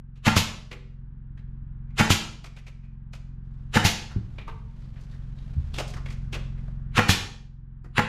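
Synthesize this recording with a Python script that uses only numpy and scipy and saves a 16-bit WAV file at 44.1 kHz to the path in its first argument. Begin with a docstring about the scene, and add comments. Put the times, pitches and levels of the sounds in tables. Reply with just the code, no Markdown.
"""Nailing a skirting board

A pneumatic nailer drives five nails in a steel-walled room, over the drone of a distant engine (summed sines).
Each shot is shaped noise and ringing tones: a short swell leads into the piston's crack, the nail bites the wood.
After each of the first four, about a tenth of a second later, the exhaust puffs out as a thump and a hiss.
Between shots the tool clacks and knocks, cloth and hose rustle, and there are two dull bumps and a hollow knock.
The recorder's gain sinks under loud sounds, so the drone dips and slowly swells back."""
import sys
import numpy as np
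from scipy import signal
from scipy.fft import rfft, irfft, next_fast_len
from scipy.io import wavfile
from scipy.ndimage import uniform_filter1d, minimum_filter1d

SR = 44100
rng = np.random.default_rng(int(sys.argv[2]) if len(sys.argv) > 2 else 0)


def dump_mix(stems):
    """Bounce the given channels to the path in sys.argv[1] as a 16-bit WAV at rate SR."""
    frames = np.atleast_2d(stems).T  # one column per channel
    limited = np.clip(frames, -1, 1)  # hard clip at full scale
    pcm = np.round(limited * 32767).astype(np.int16)
    wavfile.write(sys.argv[1], SR, pcm)


N = 356328
TIME = np.arange(N) / SR  # seconds

# colour of a dull knock: f/Hz, level/dB
DULL_COLOUR = [(100, -24), (350, -2), (550, -7.5), (1300, -3), (2000, -9.5), (6000, -43)]
# colour of a bright tick: f/Hz, level/dB
TICK_COLOUR = [(2000, -19), (4500, 4.5), (7000, -0.5), (8500, -6.5), (12500, -14.5), (15500, -25.5)]


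def from_db(db):
    """Turn decibels into a plain multiplier."""
    return 10 ** (np.asarray(db) / 20)


def rms_one(x):
    """Scale a sound so that its average strength (rms) is 1."""
    return x / np.sqrt(np.mean(x ** 2) + 1e-20)


def at_hz(points, hz):
    """Read a table between its points; equal steps are equal frequency ratios, as in hearing."""
    freqs, values = np.transpose(points)
    return np.interp(np.log(hz + 1e-9), np.log(freqs), values)


def noise(spectrum):
    """Steady hiss of rms 1: white noise whose frequencies are raised or lowered by a colour table."""
    size = next_fast_len(N)
    hz = np.arange(size // 2 + 1) * SR / size
    colour = from_db(at_hz(spectrum, hz))
    return rms_one(irfft(rfft(rng.standard_normal(size)) * colour, size)[:N])


def resonant_noise(peaks):
    """Noise sounding a few resonances: it passes twice through each narrow filter."""
    out = 0
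    for hz, width, level_db in peaks:
        b, a = signal.iirpeak(hz, hz / width / 2, fs=SR)
        once = signal.lfilter(b, a, rng.standard_normal(N))
        out = out + from_db(level_db) * rms_one(signal.lfilter(b, a, once))
    return out


def wander(per_s):
    """Chance movement: random values of spread 1, so many per second, joined by straight lines."""
    return np.interp(TIME * per_s, np.arange(N), rng.standard_normal(N))


def place(shape, times, levels_db, lead=0.):
    """Add one copy of a shape per event, starting lead seconds early."""
    out = np.zeros(N + 2 * SR + len(shape))  # spare room at both ends
    for s, level_db in zip(times, levels_db):
        start = SR + int(round((s - lead) * SR))
        out[start:start + len(shape)] += from_db(level_db) * shape
    return out[SR:SR + N]


def bursts(times, levels_db, rise, t60, hold=0., ease=1.0):
    """Loudness curves that climb 60 dB in rise seconds, hold, and fall 60 dB in t60 seconds."""
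    t = np.arange(-SR // 2, SR // 2) / SR
    climb = np.maximum(-t / rise, 0) ** ease  # ease above 1 rounds the top
    fall = (t - hold) / t60
    shape = np.exp(-np.log(1000) * np.maximum(climb, fall))
    return place(shape, times, levels_db, lead=.5)


def ringing(modes, contact_s=0.00031):
    """A struck object rings in fading tones; the blow takes a moment to press home."""
    t = np.arange(SR // 2) / SR
    rings = 0
    for hz, level_db, t60 in modes:
        fade = np.exp(-np.log(1000) * t / t60)
        rings = rings + from_db(level_db) * np.sin(2 * np.pi * hz * t) * fade
    return rings * (1 - np.exp(-t / contact_s)) ** 2


def tuned_bursts(spectrum, times, levels_db, pitches, rise, t60, q, broad_db, rattle_db):
    """Brief rattling contacts: bits of noise, each coloured by a resonance of its own."""
    t = np.arange(-SR // 8, SR // 4) / SR
    envelope = np.exp(-np.log(1000) * np.maximum(-t / rise, t / t60))
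    source, out = noise(spectrum), np.zeros(N)
    for k, (s, level_db, hz) in enumerate(zip(times, levels_db, pitches)):
        broad = source[k * SR // 8:][:len(t)]
        peak = rms_one(signal.lfilter(*signal.iirpeak(hz, q, fs=SR), broad))
        jitter = np.interp(t, np.linspace(t[0], t[-1], 80), rng.standard_normal(80))
        contact = rms_one(peak + from_db(broad_db) * broad) * envelope * from_db(rattle_db * jitter)
        out += place(contact, [s], [level_db], lead=-t[0])
    return out


def flutter(x, round_s=0.0097, loss_db=-2.5, count=9):
    """Low sound bounces between floor and roof: each later copy has a further loss in level."""
    return sum(from_db(k * loss_db) * np.interp(TIME - k * round_s, TIME, x, left=0) for k in range(count))


def room(x, build_up=0.0098, die_off_s=.4, count=9):
    """Dense reflections are fading noise, its bands dying at their own rates; nine stretches differ in pattern."""
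    # how long the echo lasts: f/Hz, time to fall 60 dB/s
    echo_times = [(100, 1), (400, 0.82), (1000, 0.61), (2500, 0.55), (5000, 0.57), (8000, 0.49),
                  (13000, .28)]
    t, hz = np.arange(SR) / SR, np.arange(SR // 2 + 1)
    # overlapping bands, one around each frequency of the table
    bands = []
    for own in np.eye(len(echo_times)):
        points = [(row[0], weight) for row, weight in zip(echo_times, own)]
        bands.append(at_hz(points, hz))
    bands = np.array(bands)
    decays = np.exp(-np.log(1000) * t / np.array(echo_times)[:, 1:]) * (1 - np.exp(-t / build_up))
    decays = decays * np.exp(-(t / die_off_s) ** 2)  # the tail falls faster towards its end
    out = np.zeros(N + SR)
    for part in np.array_split(np.arange(N), count):
        tail = np.sum(irfft(rfft(rng.standard_normal(SR)) * bands, SR) * decays, axis=0)
        tail = tail / np.sqrt(np.sum(tail ** 2))
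        out[part[0]:part[-1] + SR] += signal.fftconvolve(x[part], tail)
    return out[:N]


def drone(engine_db=-32.5, air_db=-17, throb_db=.5):
    """A distant engine throbs in multiples of its turning speed, over the room's noise murmur."""
    # engine tones: multiple of the turning speed, level/dB
    orders = [(1, -5), (2, 0), (3, -18), (4, -9), (5, -12), (6, -3.5), (7, -15), (8, -18), (9, -28),
              (10, -16.5), (11, -32), (12, -33), (13, -37), (15, -38), (17, -41)]
    # colour of the room's murmur: f/Hz, level/dB
    air_colour = [(25, -6.5), (130, -3), (220, -5), (320, -21.5), (450, -25.5), (650, -39), (850, -27),
                  (1200, -29.5), (1620, -28), (2100, -39), (3200, -44.5), (5000, -61), (8000, -72.5),
                  (15000, -71)]
    turns_per_s, speed_wander = 22.15, .004  # the wander is a share of the speed
    angle = 2 * np.pi * np.cumsum(turns_per_s * (1 + speed_wander * wander(1))) / SR
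    # the way through the walls scatters the timing of the tones
    phases = rng.normal(0, 1.1, len(orders))
    throb = sum(from_db(db) * np.cos(round(k) * angle + p) for (k, db), p in zip(orders, phases))
    return from_db(engine_db) * (from_db(throb_db) * rms_one(throb) + from_db(air_db) * noise(air_colour))


def clacks(bounce_s=.024, bounce_db=-5.5, body_hz=480, pitch_spread=.2):
    """The tool's parts clack with a metal ring, a bright tick and a dull body; a loose part bounces once."""
    # sharp clacks: t/s, level/dB, tick relative to the clack/dB, ring f/Hz
    events = [(.159, -49, -12.5, 2580), (.715, -28.5, -14, 2180), (1.376, -49, -19, 1680),
              (2.443, -32, -8.5, 2360), (2.566, -37.5, -10, 2250), (2.668, -39, -10, 2350),
              (3.134, -38.5, -7, 2430), (4.385, -30, -26, 2270), (4.479, -35.5, -33, 2360),
              (4.959, -47, -24, 1860), (5.011, -62.5, 7.5, 4500), (5.114, -53.5, -5.5, 4400),
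              (5.742, -35, -7.5, 3280), (5.785, -27, -7, 2700), (5.879, -53.5, 10.5, 3000),
              (5.939, -38.5, -10, 1540), (6.06, -42, -12, 2100), (6.105, -44.5, -6, 2100),
              (6.33, -28.5, -13, 2500)]
    # colour of the metal ring: f/Hz, level/dB
    metal_colour = [(600, -20.5), (1500, -2), (2500, 1), (4000, 0), (6000, -16), (12000, -42.5)]
    first = np.array(events)
    # one random factor sets both the delay and the loss of each bounce
    bounces = first + np.outer(rng.uniform(.5, 1.3, len(first)), [bounce_s, bounce_db, 0, 0])
    s, level_db, tick_db, ring_hz = np.vstack([first, bounces]).T
    body_pitches = body_hz * np.exp(pitch_spread * rng.standard_normal(len(s)))
    metal = tuned_bursts(metal_colour, s + .001, level_db, ring_hz,
                         rise=.016, t60=.1, q=3.5, broad_db=-6, rattle_db=3)
    body = tuned_bursts(DULL_COLOUR, s + .002, level_db, body_pitches,
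                        rise=.022, t60=.11, q=3, broad_db=6, rattle_db=3)
    tick = noise(TICK_COLOUR) * bursts(s, level_db + tick_db, rise=.022, t60=.09, hold=.003)
    return from_db(-3.5) * metal + from_db(-7) * body + from_db(-3) * tick


def shots(drive_s=0.0088, bite_s=.012, treble_hz=4500, move_s=5):
    """A short noise swell leads into the piston's crack, and the nail sets the board ringing."""
    # shots: t/s, blow level/dB, swell level/dB
    events = [(.268, -0.5, 1.5), (1.999, -1.5, 3), (3.759, -1.5, 1.5), (6.980, 0.5, 3.5), (7.981, -5, -11)]
    # the tool's two places along the board, all level/dB:
    # whistle in the swell, sharp snap, board thump, wall panel, treble, room
    places = [(-5, -8, -0.5, -17, 1.5, 0.5), (-0.5, 7.5, -5, 1, -2.5, -2)]
    # colours of the noises: f/Hz, level/dB
    swell_colour = [(150, -17.5), (400, -5), (700, -7), (900, -7), (1400, -3.5), (2300, -3), (2850, 0),
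                    (3400, -5.5), (5000, -12.5), (7200, -12.5), (8600, -22.5), (10500, -24), (15500, -36)]
    crack_colour = [(200, -8.5), (500, 8), (900, -8), (2000, 4.5), (3000, -4), (5000, -12.5), (7200, -21),
                    (8500, -22.5), (12500, -25.5), (15500, -39)]
    snap_colour = [(300, -9), (900, -4), (1700, 0), (2500, 1), (3500, -16), (7000, -23), (15000, -44.5)]
    bite_colour = [(200, -6.5), (480, -3.5), (630, -5), (850, 5.5), (1150, -2), (1750, 3.5), (2800, -11),
                   (4000, -17.5), (7000, -21), (8500, -33.5), (12500, -27), (15500, -46.5)]
    # whistling resonances in the swell before the crack: f/Hz, filter width setting/Hz, level/dB
    whistle_peaks = [(1310, 350, -3.5), (2750, 400, -3.5), (3930, 400, -9), (7140, 300, -19.5),
                     (9700, 700, -19.5)]
    # ringing tones of piston, board and wall panel: f/Hz, level/dB, time to fall 60 dB/s
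    piston_tones = [(140, -9, 0.039)]
    board_thump_tones = [(207, -7.5, 0.087), (159.8, -25, 0.74), (219.5, -22, 0.65)]
    board_tones = [(851, -26, 0.15), (1255, -24.5, 0.036), (1377, -23.5, 0.15), (1660, -24, 0.034),
                   (1680, -21.5, 0.027), (2200, -26.5, 0.022)]
    panel_tones = [(489, -19.5, 0.12)]

    s, blow_db, swell_db = np.transpose(events)
    place_rows = np.array(places)[(s > move_s).astype(int)]
    whistle_db, snap_db, thump_db, panel_db, treble_db, room_db = place_rows.T
    swell = from_db(-25.0) * noise(swell_colour) * bursts(s - .003, swell_db, rise=.04, t60=0.09, ease=1.3)
    whistle_curve = bursts(s - .006, whistle_db, rise=.05, t60=.04, hold=.005, ease=1.1)
    swell += from_db(-27.5) * resonant_noise(whistle_peaks) * whistle_curve
    crack = from_db(-17.5) * noise(crack_colour) * bursts(s, blow_db, rise=0.0033, t60=0.033, hold=0.0021)
    snap_curve = bursts(s + 0.00028, snap_db, rise=0.0018, t60=0.0058, hold=0.00092)
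    snap = from_db(-18.5) * noise(snap_colour) * snap_curve
    # the nail's head seats with a second snap
    seat_curve = bursts(s + .0135, blow_db, rise=0.0015, t60=.01, hold=0.0018)
    snap += from_db(-19) * noise(snap_colour) * seat_curve
    bite = from_db(-14.5) * noise(bite_colour) * bursts(s + bite_s, blow_db, rise=0.044, t60=0.05, hold=0.0014)
    # the board rings a little differently at every nail
    board = 0
    for tone in board_tones:
        board = board + place(ringing([tone]), s + bite_s, blow_db + rng.normal(0, 3.2, len(s)))
    panel = place(ringing(panel_tones), s + drive_s, blow_db + panel_db)
    thump = flutter(place(ringing(piston_tones), s, blow_db))
    thump += place(ringing(board_thump_tones), s + drive_s, blow_db + thump_db)
    strike = crack + snap + bite + panel
    # room and treble levels glide from shot to shot
    send = np.interp(TIME, s, from_db(room_db))
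    into_room = from_db(-1.5) * swell + from_db(-8.0) * strike + from_db(-18.5) * thump
    heard = swell + strike + board + thump + room(send * into_room)
    treble = signal.sosfiltfilt(signal.butter(2, treble_hz, "high", fs=SR, output="sos"), heard)
    return heard + (np.interp(TIME, s, from_db(treble_db)) - 1) * treble


def exhaust():
    """The valve knocks open and the spent air leaves as a low ringing puff and a noise hiss."""
    # puffs as the trigger is let go: t/s, level/dB
    puffs = [(0.367, 4.5), (2.105, 5), (3.851, 5), (7.093, 6)]
    # colour of the hiss: f/Hz, level/dB
    hiss_colour = [(200, -8), (400, -10), (600, -11), (860, 0), (1350, -5.5), (2000, 2.5), (3000, 4.5),
                   (5000, -0.5), (7100, -3.5), (8000, -10.5), (11300, -12), (12400, -11), (13500, -18.5),
                   (15500, -25)]
    # tone of the low puff: f/Hz, level/dB, time to fall 60 dB/s
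    puff_tones = [(125, -7.5, 0.028)]
    s, level_db = np.transpose(puffs)
    blast = bursts(s, level_db, rise=.028, t60=.16, hold=.015, ease=1.15)
    hiss = from_db(-24.5) * noise(hiss_colour) * blast
    knock_curve = bursts(s - .001, level_db, rise=0.0024, t60=0.023, hold=0.0019)
    knock = from_db(-21.0) * noise(DULL_COLOUR) * knock_curve
    thump = place(ringing(puff_tones, contact_s=0.00011), s, level_db)
    thump = flutter(thump, round_s=.0108, loss_db=-5.0)
    into_room = from_db(-7) * hiss + from_db(-10) * knock + from_db(-19.5) * thump
    return hiss + knock + thump + room(into_room)


def knocks():
    """The tool meets wood or floor: a hollow knock of resonant noise with a faint tick."""
    # dull knocks: t/s, level/dB, f/Hz
    events = [(0.744, -42.5, 414), (4.478, -33, 930), (5.784, -33, 600), (5.805, -37, 595),
              (5.966, -43.5, 1050), (6.355, -36.5, 523), (6.68, -57, 602), (7.845, -42, 350)]
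    s, level_db, pitches = np.transpose(events)
    body = tuned_bursts(DULL_COLOUR, s + .002, level_db, pitches,
                        rise=.022, t60=.14, q=5, broad_db=0, rattle_db=3)
    tick = noise(TICK_COLOUR) * bursts(s, level_db, rise=.018, t60=.12, hold=.003)
    return from_db(1.5) * body + from_db(-19.5) * tick


def handling():
    """The tool is handled with clacks and knocks, and the room's reflections answer."""
    contacts = clacks() + knocks()
    return contacts + room(from_db(-10.5) * contacts)


def rustle(rise_s=0.21, fade_s=1.4):
    """Cloth and hose slide in uneven noise and scuffs; shifting weight rumbles in the floor."""
    # the kneeling body moves: t/s, length/s, rustle level/dB, floor rumble level/dB
    moves = [(1.01, 0.63, -82.5, -41.5), (3.45, 0.24, -67, -48), (4.114, 0.45, -55, -31),
             (4.803, 0.97, -57, -39.5), (5.956, 0.71, -66, -45.5)]
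    # scuffs of cloth and hose: t/s, level/dB, centre f/Hz
    scuff_events = [(1.909, -62, 2200), (2.851, -55, 2300), (4.12, -37, 1410), (4.849, -62, 4450),
                    (5.14, -53, 1820), (5.39, -57, 4030), (6.441, -68, 2140), (6.586, -58, 2210),
                    (6.939, -57, 2300)]
    # colours of cloth and of floor rumble: f/Hz, level/dB
    cloth_colour = [(100, -1), (500, 4.5), (1800, -2), (3500, -5.5), (7000, -15), (8500, -20.5),
                    (12500, -26.5), (15500, -46.5)]
    rumble_colour = [(22, -3.5), (35, 2), (65, -3), (110, -7.5), (200, -17.5), (400, -38.5), (3000, -90.5)]
    sliding, weight = 0, 0
    for s, length, rustle_db, rumble_db in moves:
        away = np.maximum((s - TIME) / rise_s, (TIME - s - length) / fade_s)
        move = from_db(-60 * np.maximum(away, 0))
        sliding = sliding + from_db(rustle_db) * move
        weight = weight + from_db(rumble_db) * move
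    strokes, slips = wander(14), wander(160)  # slow and quick unevenness
    cloth = noise(cloth_colour) * sliding * from_db(-3.0 + 2 * strokes + 2 * slips)
    scuffs = tuned_bursts(cloth_colour, *np.transpose(scuff_events),
                          rise=0.089, t60=0.064, q=5.9, broad_db=-3, rattle_db=2.5)
    return cloth + scuffs + room(from_db(-4.0) * scuffs) + noise(rumble_colour) * weight


def bumps(overtone=1.734):
    """Soft weight thuds on the floor in two low tones and noise; something hollow is knocked and rings on."""
    # dull bumps: t/s, level/dB, f/Hz, knock level/dB
    events = [(4.161, -9, 104.8, -16), (5.566, -9.5, 74.5, -51)]
    # colour of the floor knock: f/Hz, level/dB
    floor_colour = [(60, 0), (150, 11), (220, -2), (430, -9.5), (600, -43), (2000, -41), (6000, -76)]
    # hollow knock: t/s, level/dB
    hollow_events = [(4.478, -38)]
    # its ringing tones: f/Hz, level/dB, time to fall 60 dB/s
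    hollow_tones = [(448, -2, 0.27), (685, -12, 0.2), (880, -6, .2), (913, 1, 0.32), (960, -6, .2)]
    s, level_db, pitches, knock_db = np.transpose(events)
    thuds = np.zeros(N)
    for at, db, hz in zip(s, level_db, pitches):
        tones = [(hz, 0, .2), (hz * overtone, -6, .12)]
        thuds += place(ringing(tones, contact_s=0.0031), [at], [db])
    thuds += noise(floor_colour) * bursts(s + 0.00067, knock_db, rise=0.012, t60=0.12, hold=0.0048)
    hollow = place(ringing(hollow_tones), *np.transpose(hollow_events))
    return thuds + hollow + room(from_db(-14) * thuds + from_db(-5.5) * hollow)


def gain_control(x, window_s=0.048, attack_s=0.0024):
    """A loud sound quickly turns the gain down; it stays down for a moment, then creeps back."""
    threshold_db, deepest_cut_db, start_cut_db = -16, 9.5, 9.5
    hold_s, recovery_db_per_s = 0.43, 5
    power = uniform_filter1d(np.mean(x, axis=0) ** 2, int(window_s * SR))
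    level_db = 10 * np.log10(np.abs(power) + 1e-12)
    cut_db = np.clip(level_db - threshold_db, 0, deepest_cut_db)
    cut_db[0] = start_cut_db  # the scene opens with the gain turned down
    # hold the deepest cut of the last moment
    half = int(hold_s * SR / 2)
    held = -minimum_filter1d(-cut_db, 2 * half + 1, origin=half, mode="nearest")
    # let the cut shrink no faster than the recovery allows
    slope = recovery_db_per_s * TIME
    released = np.maximum.accumulate(held + slope) - slope
    r = np.exp(-1 / (attack_s * SR))
    smooth_cut_db = signal.lfilter([1 - r], [1, -r], released, zi=[r * start_cut_db])[0]
    return x * from_db(-smooth_cut_db)


def scene(nailer_db=9.5):
    """Mix mostly in the middle; the top treble spreads and leans left, with a faint late trace of the rest."""
    nailer = from_db(nailer_db) * (shots() + exhaust())
    near = nailer + handling() + bumps() + rustle()
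    top = signal.sosfiltfilt(signal.butter(5, 10300, "high", fs=SR, output="sos"), near)
    # side reflections arrive a few milliseconds late
    late = np.roll(from_db(-4.5) * top + from_db(-53) * near, int(.006 * SR))
    side = from_db(-14.5) * top + late
    return near + drone() + np.array([side, -side])


def record(dry, cutoff_hz=15500, ceiling=.8):
    """Cut the deepest bass, duck under loud sounds, round peaks towards the ceiling, and cut the top."""
    dry = signal.sosfilt(signal.butter(1, 12, "high", fs=SR, output="sos"), dry)
    rounded = ceiling * np.tanh(gain_control(dry) / ceiling)  # ceiling is a share of full scale
    steep = signal.ellip(10, .2, 80, cutoff_hz, fs=SR, output="sos")
    return signal.sosfilt(steep, rounded)


dry = scene()
out = record(dry)
dump_mix(out)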